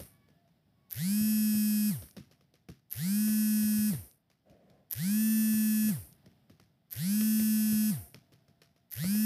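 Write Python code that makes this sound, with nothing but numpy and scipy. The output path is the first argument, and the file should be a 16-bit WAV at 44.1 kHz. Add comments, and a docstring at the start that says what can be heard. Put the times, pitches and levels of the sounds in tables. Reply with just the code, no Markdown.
"""A phone's vibration motor buzzes one second on, one second off, heard through the phone's own case.
A spinning off-centre weight hums; brushes and bearing whine and hiss; a loose rotor rattles in short rings.
Each buzz spins up, sags a little in pitch and coasts down; the last is still on when the scene ends.
Someone types slowly on a laptop: bursts of filtered noise click, knock and thump, and skin brushes the deck.
Faint wavering sine tones drift in from far away, over a room tone of low noise."""
import sys
import numpy as np
from scipy import signal
from scipy.fft import rfft, irfft, next_fast_len
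from scipy.io import wavfile
from scipy.ndimage import uniform_filter1d, map_coordinates

SR = 44100
rng = np.random.default_rng(int(sys.argv[2]) if len(sys.argv) > 2 else 0)


def generate_wav(sig):
    """Save sig (samples, or channels by samples) to the path in sys.argv[1] as 16-bit PCM at SR."""
    pcm = np.round(np.clip(np.atleast_2d(sig).T, -1, 1) * 32767).astype(np.int16)
    wavfile.write(sys.argv[1], SR, pcm)


N = 407925
TIME = np.arange(N) / SR

# All levels in the tables are relative: gains set later scale them.
# room tone colour: (f/Hz, level/dB)
ROOM_COLOUR = [(15, -53), (25, -17), (156, -2), (509, -24.5), (666, -17.5), (997, -29), (1110, -31),
               (1900, -29.5), (2230, -32.5), (2560, -34), (3440, -31), (4260, -35.5), (5140, -32.5),
               (6380, -47), (15500, -38.5)]
# room tone loudness: (t/s, level/dB)
ROOM_LEVEL = [(0, -65), (.6, -69.5), (2.3, -68), (2.5, -73), (4.3, -73.5), (6.2, -64), (6.8, -71),
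              (8.2, -66.5), (8.8, -72)]
# faint far tones: (start t/s, end t/s, f/Hz, level/dB, overtone level/dB)
FAR_TONES = [(-.2, .3, 1140, -80.5, 0.5), (-.2, .45, 1724, -82, -10), (.34, 0.504, 680, -73, -25),
             (.74, .95, 1116, -80.5, -7.5), (4.68, 4.86, 1021, -85, -12),
             (7.55, 8.106, 701.3, -64.5, -18.5), (8.1, 8.881, 680.4, -79.5, -19)]
# skin brushing over the laptop deck: (f/Hz, level/dB)
SLIDE_COLOUR = [(40, -23.5), (160, 3.5), (300, -3), (420, -5), (560, 1.5), (720, -2), (900, -20),
                (1700, -21), (4000, -30.5), (8000, -40)]
# key strokes: (t/s, level/dB, weight/dB: high for a firm press, low for a key let go)
KEYS = [(.002, -53, 4), (.287, -74, 8), (.477, -78, -3), (1.206, -63, 18), (1.542, -57, 12),
        (2.023, -56, 2), (2.167, -52, 9), (2.313, -67, -8), (2.41, -76, 4), (2.54, -69, -12),
        (2.687, -56, 10), (3.279, -52, 1), (3.63, -56, 6), (3.779, -60, 15), (3.933, -52, 10),
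        (4.301, -70, -8), (4.498, -69, 12), (4.7, -72, 7), (5.536, -62, 14), (5.835, -60, 17),
        (5.885, -54, -1), (6.261, -66, 11), (6.498, -64.5, 10), (6.599, -66, 3), (7.211, -50, 2),
        (7.398, -51, 5), (7.724, -56, 13), (8.145, -58, 5), (8.322, -64, 2), (8.483, -72, 6),
        (8.618, -63.5, -17), (8.763, -73, -7), (9.041, -48, 7), (9.152, -54, 1)]
# colours of a key's thump, body and click: (f/Hz, level/dB)
THUMP_COLOUR = [(25, -32), (70, -7), (135, 0), (230, -9.5), (340, -16), (700, -49.5), (2000, -72)]
BODY_COLOUR = [(100, -25.5), (300, 6), (500, 9), (800, -5.5), (1300, -22.5), (2500, -34.5), (8000, -62.5)]
CLICK_COLOUR = [(400, -30.5), (1200, -2), (2100, -1.5), (3800, -4.5), (5500, -1), (7500, -15.5),
                (12000, -9), (15500, -22)]
# single ticks of the loose rotor, hard as it breaks free, soft as it drops back:
# (t/s, ring level/dB, dull knock level/dB)
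TICKS = [(.9278, -16, -40), (2.1115, -52, -38), (2.9259, -14, -39), (4.1135, -55, -42), (4.9122, -15, -43),
         (4.9254, -15.5, -33), (4.9307, -16, -26), (4.9368, -20, -36), (6.1283, -54, -42),
         (6.9281, -18, -40), (8.938, -19, -39)]
# one row a buzz: (current on t/s, settled speed f/Hz, extra drive at the start f/Hz)
BUZZES = [(-1.11, 210, 44), (.899, 209.4, 46.9), (2.9, 211, 37), (4.901, 214.1, 47), (6.902, 213.2, 41.7),
          (8.904, 214, 40)]
# brushes and bearing over one turn, at cruising speed: (multiple of the speed, level/dB)
TURN = [(5, -45.3), (6, -45.6), (7, -35.1), (8, -26.7), (9, -35.0), (10, -44.8), (11, -39.8), (12, -26.6),
        (13, -33.2), (14, -41.0), (15, -33.3), (16, -37.7), (17, -45.8), (18, -39.4), (19, -40.1),
        (20, -36.8), (21, -36.3), (22, -32.2), (23, -31.9), (24, -27.7), (25, -27.2), (26, -29.6),
        (27, -29.4), (28, -32.5), (29, -30.6), (30, -35.6), (31, -29.3), (32, -30.8), (33, -35.6),
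        (34, -35.7), (35, -46.7), (36, -36.8), (37, -26.9), (38, -30.7), (39, -37.5), (40, -26.8),
        (41, -34.6), (42, -24.2), (43, -25.2), (44, -23.5), (45, -34.8), (46, -36.7), (47, -28.1),
        (48, -33.0), (49, -25.6), (50, -24.7), (51, -35.4), (52, -27.2), (53, -27.0), (54, -19.9),
        (55, -21.7), (56, -25.2), (57, -25.1), (58, -30.3), (59, -21.4), (60, -30.1), (61, -22.0),
        (62, -29.0), (63, -31.2), (64, -23.1), (65, -36.2), (66, -38.8), (67, -41.9), (68, -32.2),
        (69, -34.5), (70, -34.5), (71, -35.9), (72, -46.4)]
# how the case carries the motor's sound: (f/Hz, level/dB)
CASE = [(300, -37.5), (1100, -34.5), (1500, -7), (1950, -0.5), (2350, -7.5), (3300, -1), (4200, -9),
        (5300, 1.5), (7500, -12), (9000, 3.5), (12300, 15.5), (14000, 0.5), (15500, -15)]
# hiss of the brushes with the current on, and while coasting: (f/Hz, level/dB)
BRUSH_HISS = [(30, -20), (120, 0), (300, -5), (650, -8), (950, -20), (1800, -13), (2500, -19), (3800, -19),
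              (5300, -12), (7500, -17), (9500, -9), (12300, 1), (13500, -2), (14300, -8)]
COAST_HISS = [(30, -18), (150, 6), (500, -2), (1000, -13), (2000, -11.5), (3800, -18.5), (5500, -7.5),
              (6800, -14.5), (7900, -12.5), (8800, 0), (12700, 2), (14300, -3), (15500, -19.5)]
# the shaft's knock against its bearing: (f/Hz, level/dB)
SHAFT_KNOCK = [(300, -26.5), (1200, -17), (1950, 2), (2500, -12.5), (5300, 4), (7500, -2.5), (11000, -1.5),
               (15000, -8.5)]
# the shaft grating on the lowest resonance of the case: (f/Hz, level/dB)
GRATE_COLOUR = [(900, -40), (1500, -7), (1950, 0), (2400, -8), (3600, -10), (6000, -30)]

SLIDE_START_S, SLIDE_END_S, SLIDE_DB = 4.445, 4.92, -64.5
SLIDE_ATTACK_S, SLIDE_RELEASE_S = .03, .22
DULLING = .12  # share of the weight that a firm press moves from the click into the deck
# rattle at switch-on: spacing of its ticks, first and full ring level, time to grow
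RATTLE_GAP_S, RATTLE_FIRST_DB, RATTLE_DB, RATTLE_GROW_S = .0061, -45, -27, .014
DULL_FIRST_DB, DULL_DB = -62, -34.5  # first and full level of the dull knock in those ticks
CRUISE_HZ = 215  # motor speed for which TURN holds
ON_S = 1.0  # current stays on this long
STUCK_S = .017  # the rotor is stuck this long before it breaks free
SAG_S = .237  # the extra drive dies away, so the pitch sags
GRATE_DB = -58
TOP_HZ = 15540  # upper edge of the sound


def amp(db):
    """Turns decibels into a gain."""
    return 10 ** (np.asarray(db) / 20)


def unit(x):
    """Scales a sound to rms 1."""
    return x / np.sqrt(np.mean(x ** 2) + 1e-20)


def read(points, hz):
    """Reads a spectrum between its points on a log-frequency axis."""
    f, value = np.transpose(points)
    return np.interp(np.log(hz + 1), np.log(f + 1), value)


def curve(points):
    """Joins (t/s, value) rows with straight lines over the whole scene."""
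    return np.interp(TIME, *np.transpose(points))


def colour(x, points):
    """Filters a sound by a spectrum in dB."""
    size = next_fast_len(len(x) + 4096)
    gain = amp(read(points, np.fft.rfftfreq(size, 1 / SR)))
    return irfft(rfft(x, size) * gain, size)[:len(x)]


def noise(points):
    """Makes steady noise of a given colour, rms 1."""
    return unit(colour(rng.standard_normal(N), points))


def wander(per_s):
    """Makes a smooth random curve, rms 1, from per_s random points a second."""
    knots = rng.standard_normal(4096)
    return unit(map_coordinates(knots, [TIME * per_s], order=2, mode="wrap"))


def add(mix, s, sound):
    """Mixes a sound in at time s, in seconds."""
    part = mix[max(round(s * SR), 0):][:len(sound)]
    part += sound[:len(part)]


def room():
    """Room tone: low noise that swells gently."""
    return amp(curve(ROOM_LEVEL) + 0.6 * wander(19)) * noise(ROOM_COLOUR)


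def far_tones():
    """Thin sine tones with one overtone, wavering in pitch and level on their way in."""
    out = np.zeros(N)
    clock = np.cumsum(1 + 0.011 * wander(40)) / SR  # uneven time bends the pitch
    for start, end, hz, db, overtone_db in FAR_TONES:
        swell = np.clip(np.minimum(TIME - start, end - TIME) / 0.04, 0, 1)
        at = swell > 0
        phase = 2 * np.pi * hz * clock[at]
        tone = np.sin(phase) + amp(overtone_db) * np.sin(2 * phase)
        out[at] += swell[at] * amp(db) * tone
    return out * amp(1.8 * wander(30))


def slide():
    """Skin brushing over the deck makes noise: it lands quickly and lifts slowly."""
    landing = (TIME - SLIDE_START_S) / SLIDE_ATTACK_S
    lifting = (SLIDE_END_S - TIME) / SLIDE_RELEASE_S
    touch = np.clip(np.minimum(landing, lifting), 0, 1)
    return touch * amp(SLIDE_DB + .8 * wander(33)) * noise(SLIDE_COLOUR)


def strokes(times, levels_db, rise, decay, rebound, tail_db, tail_s):
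    """Loudness of all key strokes in one band: the hit, the key bottoming out, the room's tail."""
    out, t = np.zeros(N), np.arange(SR // 3) / SR
    later = np.maximum(t - .015, 0)  # the key bottoms out 15 ms after the hit
    hit = (1 - np.exp(-t / rise)) * (np.exp(-t / decay) + amp(tail_db) * np.exp(-t / tail_s))
    hit += rebound * (1 - np.exp(-later / rise)) * np.exp(-later / decay)
    hit /= np.sqrt(np.mean(hit[:SR // 50] ** 2))  # the first 20 ms set the level
    for s, db in zip(times, levels_db):
        add(out, s - .001, amp(db) * hit)
    return out


def typing():
    """Keys click, the deck knocks, and under a firm press the laptop thumps on the bed."""
    s, db, weight_db = np.transpose(KEYS)
    dull_db = DULLING * weight_db
    thump = strokes(s, db + weight_db, rise=0.0042, decay=.018, rebound=0.26, tail_db=-15.5, tail_s=0.059)
    body = strokes(s, db + dull_db, rise=0.00062, decay=0.0053, rebound=.2, tail_db=-7, tail_s=0.012)
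    click = strokes(s, db - dull_db, rise=.0008, decay=.0022, rebound=.3, tail_db=-15, tail_s=.048)
    # the key caps rattle unevenly as they die away
    caps = amp(3 * wander(350) - 1)
    return thump * noise(THUMP_COLOUR) + body * noise(BODY_COLOUR) + click * noise(CLICK_COLOUR) * caps


def rattle(count=6, spread_db=1.5):
    """Lists ticks like TICKS: at switch-on the rotor bounces in its play, soon harder, with some chance."""
    rows = []
    for on, _, _ in BUZZES[1:]:
        jitter, loud, dull = rng.standard_normal((count, 3)).T
        after = RATTLE_GAP_S * np.arange(count) * (1 + .04 * jitter)
        young = np.maximum(1 - after / RATTLE_GROW_S, 0)  # 1 at the first tick, 0 once fully grown
        ring_db = RATTLE_DB + (RATTLE_FIRST_DB - RATTLE_DB) * young + spread_db * loud
        dull_db = DULL_DB + (DULL_FIRST_DB - DULL_DB) * young ** 2 + spread_db * dull
        rows += zip(on + after, ring_db, dull_db)
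    return rows


def ticks(ring_hz=12500, knock_hz=5500, ring_db=1, rustle_db=-30, rustle_s=.005):
    """Each tick is a short high ring of the motor can, a duller knock, and a brief rustle of the case."""
    out, t = np.zeros(N), np.arange(-66, 900) / SR
    # ring and knock swell up to t = 0 and die away after it
    ring_fade, knock_fade = np.exp(-abs(t) / .00015), np.exp(-abs(t) / .00008)
    rustle_fade = (t > 0) * np.exp(-abs(t) / rustle_s)
    for s, db, dull_db in TICKS + rattle():
        ring = ring_fade * np.cos(2 * np.pi * ring_hz * rng.uniform(.96, 1.04) * t)
        knock = knock_fade * np.sin(2 * np.pi * knock_hz * t + rng.uniform(0, 2 * np.pi))
        rustle = colour(rustle_fade * rng.standard_normal(len(t)), CASE)
        bright = amp(db) * (amp(ring_db) * ring + amp(rustle_db) * rustle)
        add(out, s + t[0], bright + amp(dull_db) * knock)
    return out


def rotor(spin_up=.094, run_down=.128, friction_hz=4, stop_s=.34, stop_fade_s=.17):
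    """Speed in Hz and current (0 to 1): a run-up under sagging drive, then drag and friction stop the rotor."""
    speed, current = np.zeros(N), np.zeros(N)
    for on, settled_hz, extra_hz in BUZZES:
        run = np.maximum(TIME - on - STUCK_S, 0)
        coast = np.maximum(TIME - on - ON_S, 0)
        target = settled_hz + extra_hz * np.exp(-run / SAG_S)
        driven = target * (1 - np.exp(-run / spin_up))
        free = (driven + friction_hz) * np.exp(-coast / run_down) - friction_hz
        speed += np.maximum(free, 0) * np.clip((stop_s - coast) / stop_fade_s, 0, 1)
        current += (run > 0) & (coast == 0)
    # the speed trembles slightly; the current switches over about 3 ms
    return speed * (1 + .0006 * wander(60)), uniform_filter1d(current, 130)


def whine(turns, k, db, scatter):
    """The same rough track is rubbed every turn, but the rotor seats a little differently at each start."""
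    seat, twist = rng.standard_normal((2, len(BUZZES), len(k)))
    tracks = np.zeros((len(BUZZES), 4097), complex)
    # with little scatter the multiples k line up into one tick a turn
    tracks[:, np.round(k).astype(int)] = amp(db + 1.8 * seat) * np.exp(1j * scatter * k * twist)
    shapes = irfft(tracks) * (tracks.shape[1] - 1) * np.sqrt(2)  # one turn's waveform for each buzz
    buzz = np.searchsorted([on for on, _, _ in BUZZES[1:]], TIME)
    place = (turns % 1 * shapes.shape[1]).astype(int)
    return shapes[buzz, place]


def motor(hum_db=-27.5, bearing_db=-28.7, brush_db=-28.0, brush_hiss_db=-46.3, coast_whine_db=-4,
          coast_hiss_db=-42, chatter_db=-46, knock_db=-18, mount_hz=62):
    """The off-centre weight shakes the case; brushes and bearing add whine, hiss and chatter."""
    speed, current = rotor()
    turns, pace = np.cumsum(speed) / SR, speed / CRUISE_HZ
    coasting = 1 - current
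    # the shaking force grows about with the square of the speed; a slow weight hardly moves the held phone
    shake = pace ** 2.2 * speed ** 6 / (speed ** 6 + mount_hz ** 6)
    hum = amp(hum_db + .2 * wander(25)) * shake * np.sqrt(2) * np.sin(2 * np.pi * turns)
    grip = current * pace ** .5 + coasting * amp(coast_whine_db) * pace ** 1.88
    # the bearing's low multiples sweep through the resonances of the case
    k, db = np.transpose(TURN[:15])
    before_case_db = db - read(CASE, k * CRUISE_HZ)
    bearing = amp(bearing_db) * colour(grip * whine(turns, k, before_case_db, scatter=0.12), CASE)
    # the brushes rasp once a turn, and sing the highest multiples only near full speed
    rasp = pace ** 1.3 * whine(turns, *np.transpose(TURN[15:32]), scatter=0.038)
    song = pace ** 4 * whine(turns, *np.transpose(TURN[32:]), scatter=.06)
    brushes = amp(brush_db + 0.25 * wander(150)) * grip * (rasp + song)
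    hiss = amp(brush_hiss_db) * current * pace ** .45 * noise(BRUSH_HISS)
    hiss += amp(coast_hiss_db) * coasting * pace ** 1.29 * noise(COAST_HISS)
    # six commutator gaps pass the brushes in a turn, and the hiss pulses with them
    gaps = np.cos(2 * np.pi * 6 * turns)
    hiss *= 1 + .5 * gaps
    # under high torque the shaft chatters and knocks once a turn, until it is pressed to one side
    torque = current * np.sqrt(np.clip(.97 - pace, 0, 1) * np.minimum(pace * 1.7, 1))
    chatter = amp(chatter_db) * colour(torque * pace ** .5 * rng.standard_normal(N), CASE)
    once_a_turn = np.diff(np.floor(turns), prepend=0)
    knocks = amp(knock_db) * colour(torque * once_a_turn, SHAFT_KNOCK)
    # the driven shaft grates most while it is slow
    grate = amp(GRATE_DB) * current * np.clip(1 - pace, 0, 1) * noise(GRATE_COLOUR)
    return hum + bearing + brushes + hiss + chatter + knocks + grate


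def scene():
    """Adds all sources up; both channels carry the same sound."""
    mono = room() + far_tones() + slide() + typing() + ticks() + motor()
    return np.array([mono, mono])


def record(dry, low_cut_hz=65):
    """Weakens the lows below low_cut_hz and removes the highs above TOP_HZ."""
    low_cut = signal.butter(3, low_cut_hz, "highpass", fs=SR, output="sos")
    thin = signal.sosfilt(low_cut, dry)
    band_limit = signal.firwin(1023, TOP_HZ, window=("kaiser", 9), fs=SR)
    return signal.oaconvolve(thin, band_limit[None], "same", axes=1)


dry = scene()
out = record(dry)
generate_wav(out)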